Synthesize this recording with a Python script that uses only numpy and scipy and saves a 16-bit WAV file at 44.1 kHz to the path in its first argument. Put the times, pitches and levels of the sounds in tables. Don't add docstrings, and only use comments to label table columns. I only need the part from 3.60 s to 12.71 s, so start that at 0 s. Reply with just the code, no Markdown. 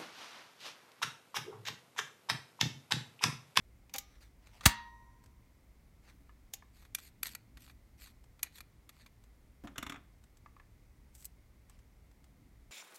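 import sys
import numpy as np
from scipy import signal
from scipy.fft import rfft, irfft
from scipy.io import wavfile

SR = 44100
rng = np.random.default_rng(int(sys.argv[2]) if len(sys.argv) > 2 else 0)


def digitize_waveform(pressure):
    field = np.atleast_2d(pressure).T
    bounded = np.clip(field, -1, 1)
    quanta = np.round(bounded * 32767).astype(np.int16)
    wavfile.write(sys.argv[1], SR, quanta)


N = 401744
TAPS = 4096
CATCH_S, SNAP_S = .3833, 1.0603
BLOW_S = .01
STRIKE, SOFT_STRIKE = .45, .25
FINGER_ECHO_GAIN = .5

# centre in Hz, width in Hz, gain in dB.
LEVER_SHAPE = [(400, -32), (1500, -18), (4000, -13), (6500, -7.5), (8000, -7.5), (10000, -9.5),
               (14500, -7.5), (16000, -16)]
LEVER_PEAKS = [(6200, 200, 1.9), (8000, 1000, 8), (11700, 900, 4), (14000, 760, 2)]


def struts():
    # time in seconds, level in dB, tilt in dB/octave, rattle t60 in seconds.
    locks = [(1.009, -50, -3.5, 0.048), (1.038, -56, -4, .04), (1.0563, -21, 1.5, 0.031),
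             (1.0597, -18, 0, 0.0097), (1.064, -20.5, 1.66, 0.025)]
    shape = [(200, -14), (310, -9.5), (400, -22), (490, -33), (650, -8), (1180, -5.5), (1600, -7.5),
             (2000, -6), (3000, -9), (4300, -9), (5400, -11), (8800, -9), (9800, -19.5), (11500, -13.5),
             (13000, -14.5), (16000, -22.5)]
    peaks = [(1200, 150, 4.6), (1520, 60, 1.8), (1850, 120, 6), (2728, 90, 9.5), (3410, 90, 11),
             (3900, 220, 5.1), (4500, 140, 7.3), (6134, 80, 5.5), (6500, 80, 3.5), (7130, 69, 4.4),
             (7364, 54, 3.5), (8860, 500, 5)]
    return blows(locks, shape, peaks, first=SOFT_STRIKE, rise_s=.00037, after_db=-22, after_t60_s=.14)


def door_thump(level_db=-9, low_hz=50, sweep_hz=370, settle_s=.0036, rise_s=.0027, t60_s=.066):
    out, t = np.zeros(N), np.arange(2 * TAPS) / SR
    cycles = np.cumsum(low_hz + sweep_hz * np.exp(-t / settle_s)) / SR
    envelope = amp(level_db - 60 * t / t60_s) * (1 - np.exp(-(t / rise_s) ** 2))
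    add(out, SNAP_S, -envelope * np.sin(2 * np.pi * cycles))
    return out


def springs():
    # frequency in Hz, level in dB, t60 in seconds.
    snap_modes = [(111, -47, 0.34), (210, -46, 0.46), (275.1, -43, 0.19), (315, -26.5, 0.027),
                  (942, -39.5, .9), (956, -52.5, 1.4), (1035, -53, 1.5), (1258, -47.5, 0.48),
                  (1884, -42, 0.86), (2080, -50, 0.39), (2342, -66, .8), (3554, -50, .35),
                  (3774, -61.5, .8), (4100, -51.5, .33), (5410, -74.5, 1), (5900, -71, 1.5),
                  (8619, -77, .9), (9390, -76.5, 1.2), (10480, -30, .07), (13431, -78, 1.1),
                  (14640, -28, .085)]
    catch_modes = [(1220, -64.5, 0.54), (2244, -63, 0.35), (3860, -69, 0.18), (5410, -72, .8),
                   (5852, -70, 0.93), (13431, -78, .8)]
    out, t = np.zeros(N), np.arange(2 * SR) / SR
    for jolt_s, modes in (SNAP_S, snap_modes), (CATCH_S, catch_modes):
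        for hz, db, t60_s in modes:
            add(out, jolt_s, amp(db - 60 * t / t60_s) * np.sin(2 * np.pi * hz * t))
    return out


def door_catch():
    hits = [(.2955, -62.5), (.3392, -41), (.3605, -43), (.3833, -36.5), (2.9368, -40)]
    strokes = [(.338, .368, -45, -6, -5)]
    shape = [(180, -24), (300, -45), (486, -3), (634, -15), (787, -6.5), (1360, -10.5), (2000, -5.5),
             (2610, -3.5), (4990, -4.5), (6850, 0), (8940, -12), (13100, -6), (16000, -18)]
    peaks = [(796, 62, 10.5), (2250, 500, 6), (3740, 280, 5), (4650, 170, 6), (6200, 280, 2),
             (6900, 250, 6), (13400, 500, -1)]
    rows = by_force(hits, tilt_db_oct=0, harden=.27, t60_s=.024, seat=.1)
    clicks = blows(rebounding(rows, delay_s=.004, weaker_db=10.5), shape, peaks,
                   after_db=-17, after_t60_s=.099, onset_db=-10, onset_t60_s=.012)
    return clicks + rubs(strokes, shape, peaks, slips_per_s=810, spread_db=2, hiss=.53)


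def filter_knocks():
    hits = [(3.224, -65), (3.251, -63), (3.3495, -33.5), (3.3855, -52), (3.6315, -33.5), (3.669, -45.5),
            (3.7505, -43.5), (3.972, -57.5), (4.078, -62.5), (4.097, -58.5), (4.471, -62.5), (4.793, -62),
            (4.8312, -31.5), (4.983, -54.5), (5.0056, -50), (5.2922, -54), (5.462, -58.5)]
    shape = [(240, -35), (600, -22.5), (1300, -12), (2400, -7), (3100, -12), (4200, -7.5), (5500, -12.5),
             (7000, -8), (10100, -10.5), (11500, -7.5), (13000, -12.5), (15000, -15), (16000, -30)]
    peaks = [(1270, 440, 3.3), (1940, 42, 6.4), (2414, 180, 6.7), (3480, 400, 7), (4500, 430, 5.4),
             (6430, 620, 5.6), (8360, 540, 4.8), (11240, 280, 11.2), (11880, 520, 11.5)]
    rows = by_force(hits, tilt_db_oct=-3.5, harden=.23, t60_s=.024, seat=.55)
    return blows(rebounding(rows, delay_s=.0038, weaker_db=12), shape, peaks,
                 rise_s=.00058, after_db=-18, after_t60_s=.041, onset_db=-6, onset_t60_s=.006)


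def filter_turns(grit_db=-7.5):
    strokes = [(3.12, 3.28, -72.5, 0, -1), (3.36, 3.51, -63.5, 1.5, -3), (3.636, 3.7, -49, 0.4, -3),
               (3.67, 3.765, -62, 0.5, -7), (3.985, 4.13, -67, 1, -1), (4.375, 4.53, -62, 0, -7),
               (4.835, 4.89, -62.5, -5.5, -18), (4.91, 5.0, -63, 1, 21), (5.31, 5.46, -70.5, -2.5, 6)]
    shape = [(300, -20), (1000, -7.5), (2000, -4.5), (3000, -6), (4400, 2), (5100, -9), (8000, -5),
             (9400, -7.5), (10500, -20), (11700, -4), (13200, -23), (16000, -22)]
    peaks = [(1920, 190, 4), (2440, 230, 3.3), (4280, 830, -2.5), (11980, 800, 8)]
    grit_shape = [(400, -23), (1300, 2), (2400, -3), (4400, 3), (5500, -11), (8000, -8), (16000, -20)]
    friction = rubs(strokes, shape, peaks, slips_per_s=800, spread_db=1, hiss=.59, echo=FINGER_ECHO_GAIN)
    grit = rubs(strokes, grit_shape, [], slips_per_s=90, spread_db=3, hiss=.15)
    return friction + amp(grit_db) * grit


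def filter_falls(start_s=6.181, first_gap_s=.0467, speed_kept=.815):
    falls_db = [-39, -40.5, -43.5, -42, -44.5, -50.5, -51.5]
    speed = speed_kept ** np.arange(len(falls_db))
    return list(zip(start_s + first_gap_s * (np.cumsum(speed) - speed), falls_db))


def filter_wobble(falls):
    touch_hits = [(6.0728, -49.5), (6.159, -51)]
    shape = [(240, -49), (400, -8), (496, -25), (579, -16), (1030, -7.5), (1220, -2.5), (1790, -7),
             (3530, -11.5), (4880, -26), (7170, -16.5), (10200, -30), (11200, -22), (16000, -37)]
    peaks = [(1223, 38, 4.9), (2100, 500, 2.4), (3540, 400, 5), (5540, 600, 7.4), (6800, 260, 3.2)]
    rows = by_force(touch_hits + falls, tilt_db_oct=-4, harden=.57, t60_s=.051, seat=.35)
    return blows(rows, shape, peaks, first=SOFT_STRIKE, rise_s=.00057,
                 after_db=-27, after_t60_s=.071, onset_db=-7, onset_t60_s=.0081)


def bumps(falls, fall_gain_db=-3.5):
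    hits = [(.345, -55.5), (6.038, -44), (6.046, -44), (6.053, -44.5)]
    shape = [(40, -1.5), (110, -7), (190, -5), (280, 3.5), (420, -23), (600, -12), (1000, -24), (2500, -34),
             (8000, -45.5)]
    thuds = hits + [(s, db + fall_gain_db) for s, db in falls]
    rows = by_force(thuds, tilt_db_oct=0, harden=0, t60_s=.03, seat=0)
    return blows(rows, shape, [], rise_s=.00083, after_db=-15.5, after_t60_s=.59)


def lever_ticks():
    hits = [(.872, -67.5), (1.639, -66.5), (1.66, -67), (4.64, -69), (5.6387, -68.5), (6.6389, -67),
            (6.771, -67), (7.5508, -60), (7.6247, -62), (7.6455, -53), (7.6535, -44.5), (8.097, -63),
            (8.19, -69.5), (8.514, -71.5), (8.6419, -67)]
    rows = by_force(hits, tilt_db_oct=0, harden=.41, t60_s=.028, seat=.1)
    return blows(rows, LEVER_SHAPE, LEVER_PEAKS, after_db=-34, after_t60_s=.04)


def slides():
    strokes = [(.45, .6, -74.5, -5, 14), (.6, .69, -68, -2.5, -19), (.81, .92, -70, -5, 1.5),
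               (.91, 1.03, -68, -4.5, -1), (1.025, 1.062, -54.5, -4.5, 9), (2.41, 2.545, -68.5, -4.5, 10),
               (8.08, 8.2, -77.5, -3.5, -16)]
    shape = [(300, -15), (900, -1.5), (2000, -2), (4500, -1.5), (7000, -3.5), (10000, -7), (14500, -6),
             (16000, -16)]
    return rubs(strokes, shape, [], slips_per_s=940, spread_db=4.5, hiss=1, echo=FINGER_ECHO_GAIN)


def shutter_ring():
    strokes = [(7.53, 7.68, -66.5, -1, -1)]
    return rubs(strokes, LEVER_SHAPE, LEVER_PEAKS, slips_per_s=350, spread_db=-3, hiss=.98)


def hands():
    hits = [(2.693, -61), (3.023, -59), (6.86, -54.5), (6.965, -59.5), (6.998, -58.5), (8.097, -69)]
    tap_shape = [(200, -25), (600, -19), (1150, -2.5), (1450, -16.5), (2100, -4), (4000, -12.5),
                 (9000, -19), (16000, -61)]
    tap_peaks = [(830, 90, 2.2), (1180.3, 250, 10.5), (1744, 130, 16)]
    strokes = [(1.58, 1.72, -73, -.5, -10), (2.45, 2.7, -70.5, 5, -3), (3.25, 4.45, -69.5, -4, -1),
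               (8.5, 9.05, -70.5, -10, 1)]
    skin_shape = [(40, -16.5), (110, 6), (190, -2.5), (280, -1), (450, -23.5), (1000, -26.5), (8000, -51)]
    rows = by_force(hits, tilt_db_oct=-6, harden=.11, t60_s=.016, seat=.6)
    taps = blows(rows, tap_shape, tap_peaks, rise_s=.00096, after_db=-35, after_t60_s=.06)
    return taps + rubs(strokes, skin_shape, [], slips_per_s=100, spread_db=.5, hiss=.77)


def room(x, rise_s=.004):
    shape = [(100, -12.5), (500, 0), (1300, 2.5), (4000, -2), (8000, -3.5), (15000, -5)]
    decay = [(150, 0.1), (1200, 0.33), (4000, 0.37), (8000, 0.19), (15000, 0.13)]
    hz, t, noise = signal.stft(rng.standard_normal(SR), SR, nperseg=256)
    band_db = read(shape, hz)[:, None] - 60 * t / read(decay, hz)[:, None]
    tail = signal.istft(noise * amp(band_db), SR, nperseg=256)[1]
    onset = 1 - np.exp(-(np.arange(len(tail)) / SR / rise_s) ** 2)
    return signal.fftconvolve(x, unit(tail * onset))[:N]


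def room_tone(level_db=-60.5):
    shape = [(12, -37), (20, -6.5), (60, 0.5), (91, -15), (116, -14.5), (270, -19), (422, -26.5),
             (485, -27.5), (1710, -36.5), (2080, -33), (2820, -40.5), (4940, -41.5), (11400, -45),
             (13900, -43.5), (16000, -48)]
    peaks = [(107.4, 14, 10), (2100, 240, 3)]
    hz = np.fft.rfftfreq(N, 1 / SR)
    noise = irfft(rfft(rng.standard_normal(N)) * amp(colour(shape, peaks, hz)), N)
    return amp(level_db) * np.sqrt(N) * unit(noise)


def by_force(hits, tilt_db_oct, harden, t60_s, seat, medium_db=-50):
    return [(s, db, tilt_db_oct + harden * (db - medium_db), t60_s * amp(-seat * (db - medium_db)))
            for s, db in hits]


def rebounding(rows, delay_s, weaker_db):
    return rows + [(s + delay_s, db - weaker_db, tilt, t60_s) for s, db, tilt, t60_s in rows]


def blows(rows, shape, peaks, after_db, after_t60_s,
          first=STRIKE, rise_s=.0004, onset_db=-13, onset_t60_s=.0065):
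    lead = TAPS // 8
    out, t = np.zeros(N), np.arange(-lead, TAPS) / SR
    since_s = np.maximum(t, 0)
    soft_onset = amp(onset_db - 60 * abs(t) / onset_t60_s)
    after_rattle = amp(after_db - 60 * since_s / after_t60_s)
    for s, db, tilt_db_oct, t60_s in rows:
        rattle = amp(-60 * since_s / max(t60_s, .002))
        force = (rattle + after_rattle) * (1 - np.exp(-since_s / rise_s)) + soft_onset
        contact = unit(rng.standard_normal(len(t)) * force)
        contact[lead + round(rise_s * SR)] += first
        ring = signal.fftconvolve(contact, response(shape, peaks, tilt_db_oct))
        add(out, s - lead / SR, amp(db) * np.sqrt(BLOW_S * SR) * unit(ring))
    return out


def rubs(strokes, shape, peaks, slips_per_s, spread_db, hiss, echo=0, grip_db=3, grip_hz=70):
    out = np.zeros(N)
    slipping = rng.random(N) < slips_per_s / SR
    slips = slipping * amp(spread_db * np.minimum(rng.exponential(1, N), 3))
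    drive = unit(slips * rng.choice([-1, 1], N)) + hiss * unit(rng.standard_normal(N))
    knots = np.arange(0, N, SR // grip_hz)
    drive *= amp(grip_db * np.interp(np.arange(N), knots, rng.standard_normal(len(knots))))
    for start_s, end_s, db, tilt_db_oct, swell_db in strokes:
        stroke = drive[round(start_s * SR):round(max(end_s, start_s + BLOW_S) * SR)]
        at, along = np.arange(len(stroke)), np.linspace(0, 1, len(stroke))
        delay_samples = SR * rng.uniform(.0003, .0004) * (1 + .55 * along)
        stroke = stroke + echo * np.interp(at - delay_samples, at, stroke)
        stroke *= np.sin(np.pi * along) * amp(swell_db * along)
        ring = signal.fftconvolve(stroke, response(shape, peaks, tilt_db_oct))
        add(out, start_s, amp(db) * np.sqrt(len(stroke)) * unit(ring))
    return out


def response(shape, peaks, tilt_db_oct, knee_hz=900):
    hz = abs(np.fft.fftfreq(TAPS, 1 / SR))
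    db = colour(shape, peaks, hz) + tilt_db_oct * np.log2(np.maximum(hz, knee_hz) / knee_hz)
    log_gain = np.log(amp(np.maximum(db, db.max() - 80)))
    return np.fft.ifft(np.exp(np.conj(signal.hilbert(log_gain)))).real


def colour(shape, peaks, hz):
    return read(shape, hz) + sum(db / (1 + (2 * (hz - f) / width) ** 2) for f, width, db in peaks)


def read(points, hz):
    f, value = np.transpose(points)
    return np.interp(np.log(hz + 1), np.log(f + 1), value)


def amp(db):
    return 10 ** (np.asarray(db) / 20)


def unit(x):
    return x / np.sqrt(np.sum(x ** 2) + 1e-20)


def add(mix, start_s, sound):
    part = mix[round(start_s * SR):][:len(sound)]
    part += sound[:len(part)]


def scene():
    door = door_catch() + struts() + door_thump()
    lens = filter_knocks() + lever_ticks() + filter_turns() + slides() + shutter_ring()
    falls = filter_falls()
    bench = filter_wobble(falls) + bumps(falls) + hands()
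    wet = room(amp(-17.5) * door + amp(-22.5) * lens + amp(-16.5) * bench)
    return (door + springs() + lens + bench + wet + room_tone())[None]


def record(dry, low_hz=26, high_hz=16100):
    thin = signal.sosfilt(signal.butter(2, low_hz, "high", fs=SR, output="sos"), dry)
    lowpass = signal.firwin(255, high_hz, window=("kaiser", 8), fs=SR)
    return signal.oaconvolve(thin, lowpass[None], "same", axes=1)


dry = scene()
out = record(dry)
digitize_waveform(out)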